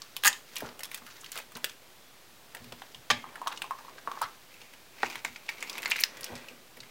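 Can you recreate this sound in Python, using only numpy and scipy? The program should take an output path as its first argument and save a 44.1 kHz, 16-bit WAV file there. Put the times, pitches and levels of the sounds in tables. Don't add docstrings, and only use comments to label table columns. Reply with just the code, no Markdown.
import sys
import numpy as np
from scipy import signal
from scipy.fft import rfft, irfft
from scipy.io import wavfile
from scipy.ndimage import uniform_filter1d

SR = 44100
rng = np.random.default_rng(int(sys.argv[2]) if len(sys.argv) > 2 else 0)


def dump_mix(stems):
    frames = np.atleast_2d(stems).T
    limited = np.clip(frames, -1, 1)
    pcm = np.round(limited * 32767).astype(np.int16)
    wavfile.write(sys.argv[1], SR, pcm)


def elevation(decibels):
    levels = np.asarray(decibels, float)
    return 10 ** (levels / 20)


N = 304466

# freq_hz, density_db_per_hz
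HISS_SPECTRUM = [(12, -31), (22, -13), (33, -11), (45, -18), (96, -14.5), (134, -10), (204, -16),
                 (248, -13), (377, -14.5), (558, -13), (1260, -15), (3440, -17), (4060, -17.5),
                 (16000, -29.5)]
HISS_DB = -56.5
DC_OFFSET = 0.001
# start_s, end_s, pitch_hz, rms_db
WHISTLES = [
    (1.84, 1.96, 3140, -73),
    (1.97, 2.13, 3360, -72),
]

# delay_s, level_db
ECHOES = [(.0024, -6), (.0051, -12.5), (0.0115, -15.5), (.019, -20)]
# centre_hz, t60_s, level_db
ROOM_TAIL = [(250, 0.48, -22.5), (900, 0.23, -23), (2550, 0.24, -20), (7360, 0.29, -21.5),
             (13000, 0.16, -68)]

# start_s, peak_db, centre_hz, length_s
MAT_THUMPS = [(0.251, -35, 396, 0.067), (0.617, -28, 443, 0.065), (0.638, -32, 680, 0.12),
              (0.679, -45, 235, 0.059), (1.016, -48.5, 190, 0.035), (1.355, -36, 650, 0.068),
              (1.552, -41, 217, 0.026), (1.555, -40, 604, 0.05), (2.537, -43, 553, 0.16),
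              (2.598, -47, 110, 0.13), (2.72, -36.5, 623, 0.025), (3.106, -22, 593, 0.014),
              (3.895, -47, 333, 0.37), (4.074, -30, 500, 0.013), (5.035, -26, 495, 0.026),
              (5.241, -38, 483, 0.061), (6.198, -56, 112, 0.089), (6.29, -36, 374, 0.12),
              (6.318, -35, 402, 0.045), (6.5, -46.5, 297, 0.13), (6.765, -46.5, 310, 0.052)]
# start_s, peak_db, centre_hz, length_s
TABLE_THUDS = [(0.623, -41.5, 117, 0.059), (2.716, -51, 96.9, 0.085), (3.102, -38.5, 125, 0.092),
               (4.073, -56, 112, 0.048), (4.215, -55, 94, 0.068), (5.03, -49.5, 126, 0.12),
               (5.26, -53, 119, 0.12), (1.56, -51, 169, 0.032), (.27, -53, 150, 0.033),
               (3.27, -55, 110, 0.048), (6.313, -42, 84, 0.12), (6.799, -54.5, 134, 0.085),
               (2.95, -55, 75, 0.06), (3.11, -57, 250, 0.32)]
# mode_hz, width_hz, level_db
TABLE_MODES = [(123, 16, 3), (241, 7.6, 8.5), (500, 88, -5.5)]

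# middle_s, length_s, level_db
SLIDE_STROKES = [
    (6.3, 0.5, -49.5),
]
# mode_hz, width_hz, level_db
SLIDE_MODES = [(547, 32, 0.5), (1590, 100, -4.5), (1910, 60, -1.5), (2400, 61, -8), (3310, 83, -9)]

# middle_s, length_s, level_db
DRAG_STROKES = [(.26, 0.22, -60), (.62, 0.2, -52.5), (.93, 0.99, -60), (1.27, 0.45, -78),
                (1.6, 0.16, -58.5), (2.75, 1, -63), (3.45, 0.77, -52.5), (3.92, 0.26, -57),
                (4.17, 0.31, -52), (4.6, 0.43, -69), (5.09, 0.25, -49.5), (5.3, 0.18, -74),
                (5.8, 0.66, -46), (6.3, 0.58, -51), (6.85, 0.27, -63)]
# middle_s, length_s, level_db
CRUMPLE_STROKES = [(.04, 0.74, -51.5), (.34, 0.19, -42.5), (.6, 0.32, -44.5), (.95, 0.12, -39.5),
                   (1.08, 0.12, -43.5), (1.17, 0.12, -44.5), (1.25, 0.092, -43.5), (1.37, 0.15, -38),
                   (1.68, 0.12, -41.5), (2.8, 0.66, -51), (3.17, 0.18, -50), (3.57, 0.35, -51),
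                   (3.8, 0.29, -50.5), (4.19, 0.51, -48), (4.6, 0.68, -53.5), (5.09, 0.28, -41),
                   (5.28, 0.3, -47), (5.53, 0.27, -47.5), (5.71, 0.31, -41), (5.96, 0.3, -40.5),
                   (6.3, 0.36, -48), (6.48, 0.23, -51), (6.85, .2, -57)]
# mode_hz, width_hz, level_db
FILM_MODES = [(2000, 1570, 2.5), (3430, 2400, 1), (5130, 2500, -7.5)]
REST_DB = -71.5
SHEEN_DB, SHEEN_REST_DB = -12.5, -61.5
CUP_HZ, CUP_WIDTH_HZ, CUP_DB, CUP_OPEN_S = 2300, 750, 4.5, 4.5
PATCH_RATE_HZ, PATCH_DB = 70, 3

# middle_s, length_s, level_db
CREAK_STROKES = [(3.26, 0.047, -56), (3.32, 0.054, -58), (3.38, 0.061, -50), (3.435, 0.038, -53),
                 (3.47, 0.032, -44), (3.52, 0.077, -44), (3.66, 0.044, -56), (3.73, 0.06, -50),
                 (3.8, 0.056, -52.5), (3.89, 0.061, -55), (4.095, 0.028, -48), (4.13, 0.035, -57),
                 (4.176, .035, -47), (4.24, .07, -48), (4.29, 0.084, -65), (5.065, 0.037, -56)]
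# mode_hz, width_hz, level_db
CREAK_MODES = [(896, 130, 5), (1060, 150, -6), (1290, 160, -11), (1640, 150, 0)]

# start_s, length_s, centre_hz, level_db
FIZZES = [(0.16, .006, 3000, -49), (0.22, 0.018, 5000, -56), (0.5565, .003, 10500, -36),
          (0.5666, 0.0064, 4560, -35.5), (.581, .006, 11100, -37.5), (0.792, 0.023, 650, -50),
          (1.019, 0.0073, 1200, -47.5), (1.061, 0.044, 1350, -53), (1.175, .018, 2000, -56),
          (1.204, .02, 7200, -51), (1.233, .01, 1300, -49.5), (1.4, 0.0069, 690, -43.5),
          (3.515, 0.018, 3300, -44), (3.559, .014, 4500, -49), (4.217, 0.036, 3900, -43),
          (4.241, 0.028, 1600, -47), (5.483, 0.0088, 2400, -41), (5.495, .006, 12000, -48),
          (5.897, 0.011, 12500, -38), (5.9, 0.01, 3000, -42), (5.964, 0.0043, 13000, -42),
          (5.998, 0.0055, 12500, -40), (6.003, 0.013, 13000, -30.5), (6.01, 0.0053, 7800, -38),
          (6.018, .004, 5000, -35)]

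# mode_hz, width_hz, level_db
POP_MODES = [(2200, 630, -1), (2600, 330, -0.5), (4550, 1140, 0.5), (5080, 650, 2.5), (5600, 370, -2.5),
             (6500, 1100, -16)]
POP_S, POP_DB, POP_ROOM_DB = 6.0374, 15, -7

# start_s, body_db, treble_db
RIP_STEPS = [
    (0.2478, -11, -13),
    (0.2525, -9.5, -17),
    (0.2575, -8, -9.5),
    (.2624, -8, -22),
    (0.2673, -13.5, -8.5),
    (0.2734, -8, -14),
    (0.2773, -12.5, -7),
    (0.2821, -11, -11.5),
]
# mode_hz, width_hz, level_db
RIP_BODY_MODES = [(980, 160, -5), (1300, 330, -10.5), (1745, 220, 2), (2600, 330, -6.5), (3150, 410, -9.5)]
# mode_hz, width_hz, level_db
RIP_TREBLE_MODES = [(4900, 670, -1.5), (6880, 600, 3.5), (8900, 2000, -3.5), (11600, 1700, -2.5),
                    (14700, 2100, -4)]
RIP_ROOM_DB = -2

# start_s, level_db
DROP_SLIPS = [
    (1.6433, 1),
    (1.6454, -7.5),
]
# mode_hz, width_hz, level_db
DROP_MODES = [(530, 240, -4.5), (1790, 230, 0.5), (2030, 250, -2), (2650, 300, 0.5), (3400, 400, -7),
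              (4300, 690, -11.5)]
# level_db, chatter_share, top_hz, room_db
DROP_SETTINGS = (2.5, 0.23, 9000, -1.5)

# start_s, level_db
CUP_SLIPS = [
    (5.0325, 2.5),
    (5.0357, -8),
    (5.0389, -9),
    (5.0465, -10),
]
# mode_hz, width_hz, level_db
CUP_MODES = [(479, 125, 0), (810, 130, 7), (1250, 220, 0.5), (1530, 250, -2), (1840, 250, -5),
             (2450, 340, -17)]
# level_db, chatter_share, top_hz, room_db
CUP_SETTINGS = (5, 0.16, 2600, -6)

# start_s, level_db
CATCH_SLIPS = [
    (3.1022, -3),
    (3.1037, -10),
    (3.1058, -0.5),
    (3.1074, -8.5),
    (3.1092, -7),
    (3.1108, -4.5),
    (3.1125, -8),
    (3.1140, -12),
    (3.1156, -6.5),
]
# mode_hz, width_hz, level_db
CATCH_MODES = [(250, 34, -5), (885, 130, -1), (1200, 100, 2), (1750, 310, 2.5), (2190, 320, -5.5),
               (2650, 300, -3), (3160, 250, 1.5), (3680, 220, -13), (4550, 430, -18), (6150, 490, -17)]
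# level_db, chatter_share, top_hz, room_db
CATCH_SETTINGS = (7.5, 0.31, 8500, -3.5)

# mode_hz, level_db, t60_s
SNAP_MODES = [(587, -4, 0.19), (463, -19, 0.2), (1760, -4, 0.2), (2110, -8, 0.56), (2330, -1, 0.24),
              (2570, -9, 0.27), (2900, -8, 0.2), (3200, -9.5, 0.47), (3860, 2, 0.13), (4400, -11, 0.24),
              (5120, -7, 0.21)]
SNAP_S, SNAP_DB = 3.106, -31.5

# start_s, hollow_hz, hollow_peak_db, crack_peak_db
KNOCKS = [(2.819, 896, -37.5, -42), (3.2413, 1040, -28.5, -56), (3.2902, 870, -47, -55),
          (3.345, 900, -47, -55), (3.416, 1000, -26.5, -41), (3.4621, 945, -28, -56),
          (3.472, 1120, -19.5, -50), (3.478, 1060, -33, -36), (3.525, 1250, -32.5, -37),
          (3.642, 1035, -31.5, -41), (3.7087, 1074, -20, -35), (3.788, 1180, -37, -56),
          (3.8096, 980, -42, -50), (3.848, 1040, -41, -53), (3.8824, 1080, -35, -56),
          (4.0744, 1130, -21.5, -52), (4.1154, 1160, -25, -42), (4.1736, 1130, -31.5, -54),
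          (4.2137, 1160, -31, -46), (4.2165, 1110, -18, -22.5), (4.2239, 1130, -23, -37),
          (4.2272, 1300, -23.5, -34), (4.2341, 1330, -24.5, -38), (4.2195, 900, -26.5, -50)]
KNOCK_WALL_HZ, KNOCK_WALL_DB = 1500, -19
# start_s, wall_hz, wall_peak_db, crack_peak_db
SHELL_CLICKS = [(0.2328, 5100, -39, -46), (.2369, 3320, -21, -40), (2.5486, 1870, -33, -28),
                (2.569, 2320, -40, -51), (2.6435, 3080, -44.5, -41), (2.723, 3200, -33, -40),
                (2.819, 1760, -35.5, -60), (2.9465, 3160, -34, -58), (3.1021, 1760, -16, -28),
                (3.1092, 6800, -22, -26), (3.3563, 1700, -34.5, -38), (3.472, 3300, -24.5, -29),
                (3.478, 3850, -25.5, -28), (3.5248, 1750, -35, -54), (3.5742, 2950, -32.5, -47),
                (3.6194, 2770, -22.5, -25), (3.982, 1630, -40.5, -58), (4.215, 2600, -37, -45),
                (4.241, 1530, -34, -45), (4.541, 2640, -46, -45), (4.616, 3200, -39, -49),
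                (4.7364, 2140, -41, -43), (5.0302, 3900, -31, -43), (5.0613, 2450, -27, -50)]
SHELL_HOLLOW_HZ, SHELL_HOLLOW_DB = 980, -11
# start_s, ring_hz, ring_peak_db, crack_peak_db
LOOSE_TICKS = [(0.019, 4440, -28.5, -38), (0.1658, 3200, -22.5, -18), (0.2365, 1770, -18, -15.5),
               (0.3291, 3800, -24, -33), (0.558, 3150, -35, -43), (0.5652, 2900, -24.5, -26),
               (0.582, 3310, -44, -31), (0.6051, 1840, -35, -27), (0.6896, 2490, -37, -62),
               (0.793, 2840, -36, -30.5), (0.806, 1900, -34.5, -33), (0.834, 5260, -33, -23.5),
               (0.854, 3680, -37, -27.5), (0.9151, 2330, -33, -28), (0.945, 2440, -29.5, -20.5),
               (1.0652, 2900, -40, -37), (1.2437, 2900, -35, -39), (1.2615, 3050, -36, -51),
               (1.3182, 2570, -37, -26.5), (1.3275, 3130, -37, -38), (1.3566, 1590, -32.5, -28),
               (1.365, 2720, -30, -41), (1.376, 2570, -30.5, -23), (1.3867, 1580, -35.5, -25.5),
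               (1.401, 2630, -39, -48), (1.5529, 3900, -33, -52), (1.5695, 980, -39, -29),
               (1.6438, 5700, -38, -14), (1.6958, 3400, -35, -41)]
# start_s, ring_hz, ring_peak_db, crack_peak_db
CRACKLES = [(.575, 2480, -34, -34), (0.8323, 1820, -33.5, -50), (.845, 3020, -34.5, -32),
            (.9465, 5500, -40, -40), (.975, 2300, -57, -33), (1.5196, 1580, -45, -38),
            (1.5575, 1350, -38.5, -45), (1.565, 2300, -36, -46), (1.717, 2700, -48, -50),
            (3.289, 2300, -46, -55), (3.6199, 1570, -32, -50), (3.621, 3770, -39, -45),
            (3.7865, 3260, -44.5, -57), (3.9832, 3880, -45, -59), (4.074, 3820, -50, -55),
            (4.1158, 3370, -37.5, -48), (4.252, 1610, -42, -45), (4.425, 1970, -51, -60),
            (4.9835, 1980, -42, -55), (5.021, 2300, -38, -55), (5.2482, 6800, -26, -45),
            (5.275, 6000, -44, -50), (5.3293, 4500, -48, -55), (5.348, 3690, -47, -55),
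            (5.363, 4670, -42, -55), (5.464, 3780, -46, -55), (5.491, 4900, -29, -50),
            (5.562, 3830, -57, -55), (5.6267, 7200, -25.5, -45), (5.83, 5220, -33, -50),
            (5.858, 4460, -24.5, -50), (5.9129, 5300, -19, -45), (5.9643, 4890, -29, -45),
            (5.99, 3860, -37, -50), (6.046, 5100, -43, -50), (6.065, 4970, -54, -55)]
LOOSE_KNOCK_HZ, LOOSE_KNOCK_DB, CRACKLE_KNOCK_DB = 1160, -16, -23
# start_s, ring_hz, ring_peak_db, crack_peak_db
BAG_TICKS = [(5.2495, 1890, -25.5, -35), (5.606, 5100, -35, -46), (5.6973, 3830, -25.5, -23.5),
             (5.73, 5200, -32.5, -52), (5.8486, 1590, -36, -34), (5.878, 1490, -34, -28),
             (5.907, 4300, -21.5, -42), (5.999, 5600, -27, -34), (6.0185, 5130, -38, -43),
             (6.037, 5200, -24, -12), (6.036, 1810, -24.5, -45), (6.209, 6100, -47, -26.5),
             (6.232, 4900, -29, -38), (6.243, 5730, -25.5, -21.5), (6.264, 3400, -36, -53),
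             (6.354, 4900, -32, -55), (6.377, 4300, -41, -54), (6.485, 2850, -37, -42),
             (6.77, 1920, -41, -40), (6.804, 4420, -35.5, -61), (6.832, 2110, -42, -60)]
# start_s, ring_peak_db, crack_peak_db
RIM_TICKS = [(5.1, -31.5, -31), (5.1238, -37, -45), (5.148, -39, -50), (5.156, -29, -30.5),
             (5.2484, -24.5, -30), (5.36, -32, -50), (5.4902, -21, -45), (5.495, -40, -36),
             (5.582, -41, -52), (5.6263, -23, -37), (5.6756, -42, -56), (5.754, -33, -51),
             (5.781, -30, -26), (5.7857, -29, -48), (5.8204, -39, -30.5), (5.83, -28, -41),
             (5.8366, -33, -33), (5.858, -18, -44), (5.902, -36, -30), (5.9137, -22, -26),
             (5.918, -13, -34), (5.959, -23, -43), (5.9643, -31, -34), (5.9837, -26.5, -36),
             (5.9902, -23.5, -30), (6.006, -28, -32), (6.012, -30, -36), (6.025, -36, -44),
             (6.1706, -35, -36)]
RIM_HZ, RIM_SCATTER = 2300, 0.05
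BAG_PULL_S, CUP_KNOCK_HZ, CUP_KNOCK_DB, CUP_KNOCK_DB_PER_S, CUP_KNOCK_LAST_DB = 5.104, 968, -5, -27, -39


def band(x, lo_hz, hi_hz, order=2):
    edges_hz = [lo_hz, min(hi_hz, 0.49 * SR)]
    return signal.sosfilt(signal.butter(order, edges_hz, "bandpass", fs=SR, output="sos"), x)


def unit(x):
    return x / np.sqrt(np.mean(x ** 2))


def fade(t, t60_s):
    return np.exp(-np.log(1000) * t / t60_s)


def resonate(x, modes, order=1):
    return sum(elevation(db) * band(x, hz - width / 2, hz + width / 2, order=order) for hz, width, db in modes)


def grains(rate_hz, spread_db):
    slips = (rng.random(N) < rate_hz / SR) * rng.standard_normal(N)
    return slips * elevation(spread_db * np.minimum(rng.exponential(size=N), 3.0))


def strokes(table):
    now = np.arange(N) / SR
    power = sum(elevation(db) ** 2 * np.exp(-(3.58 * (now - s) / length) ** 2) for s, length, db in table)
    return 10 * np.log10(power + elevation(REST_DB) ** 2)


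def patches():
    size = int(SR / PATCH_RATE_HZ)
    steps = np.repeat(rng.standard_normal(N // size + 1), size)[:N]
    smooth = uniform_filter1d(steps, size=size // 2)
    return unit(elevation(PATCH_DB * unit(smooth)))


def rooms(count):
    t = np.arange(8192) / SR
    starts = rng.integers(0, N - len(t), count)
    reply = np.zeros((count, len(t)))
    reply[:, 0] = 1
    for delay_s, db in ECHOES:
        smear = rng.standard_normal((count, 512)) * fade(t[:512], 2.05 * delay_s)
        smear /= np.sqrt(np.sum(smear ** 2, axis=1))[:, None]
        i = int(delay_s * SR)
        reply[:, i:i + 512] += elevation(db) * smear
    for hz, t60_s, db in ROOM_TAIL:
        air = unit(band(rng.standard_normal(N), hz / 2.5, hz * 1.35))
        pieces = air[starts[:, None] + np.arange(len(t))]
        reply += elevation(db - 25.0) * pieces * fade(t, t60_s) * (1 - np.exp(-t / 0.00055))
    return reply


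def in_room(x, room_db):
    wet = signal.fftconvolve(x, rooms(1)[0])[:N]
    return x + elevation(room_db) * (wet - x)


def hiss():
    hz, db = np.transpose(HISS_SPECTRUM)
    f = np.fft.rfftfreq(N, 1 / SR) + 1
    shape = elevation(np.interp(np.log(f), np.log(hz), db))
    return elevation(HISS_DB) * unit(irfft(rfft(rng.standard_normal(N)) * shape, N))


def whistle():
    out, t = np.zeros(N), np.arange(N) / SR
    for start, end, hz, db in WHISTLES:
        swell = np.sin(np.pi * np.clip((t - start) / (end - start), 0, 1))
        waver = 0.87 * np.sin(2 * np.pi * 13 * t)
        out += 2 * elevation(db) * swell * np.sin(2 * np.pi * hz * t + waver)
    return out


def thumps():
    out, t = np.zeros(N + 12288), np.arange(12288) / SR
    hits = MAT_THUMPS + TABLE_THUDS
    for (s, db, hz, length), noise in zip(hits, rng.standard_normal((len(hits), 12288))):
        span = max(length, 0.005)
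        bumps = noise ** 3 * (np.abs(noise) > 2.2) + 0.5 * noise
        swell = (1 - np.exp(-t / (0.076 * span))) * np.exp(-3 * t / span)
        blow = band(bumps * swell, hz / 1.78, hz * 2.28, order=3)
        i = int(s * SR)
        out[i:i + 12288] += elevation(db - 0.5) * blow / np.abs(blow).max()
    return out[:N] + resonate(out[:N], TABLE_MODES)


def slide():
    level = elevation(strokes(SLIDE_STROKES)) - elevation(REST_DB)
    return level * unit(resonate(grains(1500, 1.3), SLIDE_MODES))


def hands():
    now = np.arange(N) / SR
    hollow_db, film_db = strokes(DRAG_STROKES), strokes(CRUMPLE_STROKES)
    treble_db = 10 * np.log10(elevation(film_db + SHEEN_DB) ** 2 + elevation(SHEEN_REST_DB) ** 2)
    slips = grains(1500, 3.2) + 0.32 * rng.standard_normal(N)
    hollow = unit(band(slips, 830, 1360) + 1.1 * band(slips, 430, 2350))
    cup = band(slips, CUP_HZ - CUP_WIDTH_HZ / 2, CUP_HZ + CUP_WIDTH_HZ / 2) * (now > CUP_OPEN_S)
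    film = unit(resonate(slips, FILM_MODES, order=2) + elevation(CUP_DB) * cup)
    treble = unit(band(grains(5000, 0.83) + 2.2 * rng.standard_normal(N), 11700, 22500))
    rumble = unit(band(grains(900, 0.71), 197, 614))
    return (elevation(hollow_db - 2.5) * hollow
            + elevation(film_db - 7.5) * film * patches()
            + elevation(treble_db - 2.5) * treble
            + elevation(0.55 * hollow_db - 30.0) * rumble)


def creaks():
    slips = band(grains(1100, 1.8), 720, 1730, order=3)
    level = elevation(strokes(CREAK_STROKES)) - elevation(REST_DB)
    return level * unit(resonate(slips, CREAK_MODES))


def fizzes():
    out, t = np.zeros(N + 4096), np.arange(4096) / SR
    for (s, length, hz, db), noise in zip(FIZZES, rng.standard_normal((len(FIZZES), 4096))):
        grit = unit(band(noise * np.abs(noise), hz / 1.25, hz * 1.3))
        swell = np.sin(np.pi * np.clip(t / max(length, 0.002), 0, 1) ** 0.7)
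        i = int(s * SR)
        out[i:i + 4096] += elevation(db) * grit * swell
    return in_room(out[:N], -1.5)


def pop():
    pulse = np.zeros(N)
    pulse[int(POP_S * SR)] = elevation(POP_DB)
    return in_room(band(resonate(pulse, POP_MODES, order=2), 1400, 12500), POP_ROOM_DB)


def rip():
    pulses, t = np.zeros((2, N)), np.arange(256) / SR
    for (s, *levels_db), noise in zip(RIP_STEPS, rng.standard_normal((len(RIP_STEPS), 256))):
        slip = 0.13 * noise * fade(t, 0.0074)
        slip[0] = -1
        i = int(s * SR)
        pulses[:, i:i + 256] += elevation(levels_db)[:, None] * slip
    body = band(resonate(pulses[0], RIP_BODY_MODES), 770, 4000)
    treble = resonate(pulses[1], RIP_TREBLE_MODES, order=2)
    return in_room(elevation(23.5) * body + elevation(17.5) * treble, RIP_ROOM_DB)


def blows(slips, modes, level_db, chatter_share, top_hz, room_db):
    out, t = np.zeros(N), np.arange(128) / SR
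    for (s, slip_db), noise in zip(slips, rng.standard_normal((len(slips), 128))):
        slip = chatter_share * noise * fade(t, 0.006)
        slip[0] = -1
        i = int(s * SR)
        out[i:i + 128] += elevation(level_db + slip_db) * slip
    return in_room(band(resonate(out, modes), 174, top_hz), room_db)


def dropped_bit():
    return blows(DROP_SLIPS, DROP_MODES, *DROP_SETTINGS)


def cup_set_down():
    return blows(CUP_SLIPS, CUP_MODES, *CUP_SETTINGS)


def catch_grind():
    return blows(CATCH_SLIPS, CATCH_MODES, *CATCH_SETTINGS)


def snap_ring():
    t = np.arange(16384) / SR
    shake = rng.standard_normal((len(SNAP_MODES), len(t)))
    out, i = np.zeros(N), int(SNAP_S * SR)
    for (hz, db, t60_s), noise in zip(SNAP_MODES, shake):
        mode = unit(band(noise, hz / 1.015, hz * 1.015, order=1))
        out[i:i + len(t)] += elevation(SNAP_DB + db - 2.5) * mode * fade(t, min(t60_s, 0.45))
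    return out


def cup_knock_db(s):
    return max(CUP_KNOCK_DB + CUP_KNOCK_DB_PER_S * (s - BAG_PULL_S), CUP_KNOCK_LAST_DB)


def contacts():
    scatter = rng.standard_normal(len(RIM_TICKS))
    rim = [(s, RIM_HZ * (1 + RIM_SCATTER * r), db, crack) for (s, db, crack), r in zip(RIM_TICKS, scatter)]
    return ([(s, hz, db, KNOCK_WALL_HZ, db + KNOCK_WALL_DB, crack) for s, hz, db, crack in KNOCKS]
            + [(s, SHELL_HOLLOW_HZ, db + SHELL_HOLLOW_DB, hz, db, crack) for s, hz, db, crack in SHELL_CLICKS]
            + [(s, LOOSE_KNOCK_HZ, db + LOOSE_KNOCK_DB, hz, db, crack) for s, hz, db, crack in LOOSE_TICKS]
            + [(s, LOOSE_KNOCK_HZ, db + CRACKLE_KNOCK_DB, hz, db, crack) for s, hz, db, crack in CRACKLES]
            + [(s, CUP_KNOCK_HZ, db + cup_knock_db(s), hz, db, crack) for s, hz, db, crack in rim + BAG_TICKS])


def ring(t, hz, t60_s, rough, spread, noise):
    ratios = np.exp(spread * np.clip(noise[-6:] - noise[-6:].mean(), -1.5, 1.5))
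    modes = np.sin(2 * np.pi * hz * t) * fade(t, t60_s)
    for ratio in ratios:
        level = elevation(-10.5 - 19.0 * abs(np.log(ratio)))
        modes += level * np.sin(2 * np.pi * hz * ratio * t) * fade(t, t60_s * 1.66 / ratio)
    push = rough * noise * fade(t, 0.0015)
    push[0] = 3
    out = signal.fftconvolve(modes * (1 - np.exp(-t * hz * 3)), push)[:len(t)]
    return out / np.abs(out).max()


def ticks():
    out, t = np.zeros(N + 16384), np.arange(3072) / SR
    hits = contacts()
    chance = rng.standard_normal((len(hits), 4, 3072))
    for hit, noises, reply in zip(hits, chance, rooms(len(hits))):
        s, hollow_hz, hollow_db, wall_hz, wall_db, crack_db = hit
        hollow_noise, wall_noise, broad_noise, crack_noise = noises
        scuff = np.clip(-wall_db / 30, 0.2, 1.3)
        rise = 1 - np.exp(-t / (0.00014 * scuff ** 2))
        broad_fade = fade(t, 0.0094 * scuff) + 2.0 * scuff * fade(t, 0.025)
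        broad = band(rise * broad_noise * broad_fade, wall_hz / 1.67, min(wall_hz * 2, 8000))
        wall = ring(t, wall_hz, 22 / wall_hz, 1.0, 0.15, wall_noise)
        wall += 0.57 * scuff * broad / np.abs(broad).max()
        crack_fade = fade(t, 0.0034 * scuff) + 0.13 * scuff * fade(t, 0.04)
        crack = band(rise * crack_noise * crack_fade, 2500, 18100)
        tick = elevation(hollow_db) * ring(t, hollow_hz, 0.022, 0.73, 0.12, hollow_noise)
        tick += elevation(wall_db + 1.5) * wall
        tick += elevation(crack_db) * crack / np.abs(crack).max()
        heard = signal.fftconvolve(tick, reply)
        i = int(s * SR)
        out[i:i + len(heard)] += heard
    return band(out[:N], 525, 25500, order=3)


def scene():
    background = hiss() + whistle()
    table = thumps() + slide() + dropped_bit() + cup_set_down()
    film = hands() + fizzes() + pop() + rip()
    shell = creaks() + catch_grind() + snap_ring() + ticks()
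    return (background + table + film + shell)[None]


def band_limit(x):
    return signal.sosfilt(signal.butter(12, 16980, fs=SR, output="sos"), x)


def record(dry):
    top_cut = signal.ellip(8, 0.2, 45, 15800, fs=SR, output="sos")
    mix = signal.sosfilt(top_cut, dry) + DC_OFFSET
    return band_limit(mix)


dry = scene()
out = record(dry)
dump_mix(out)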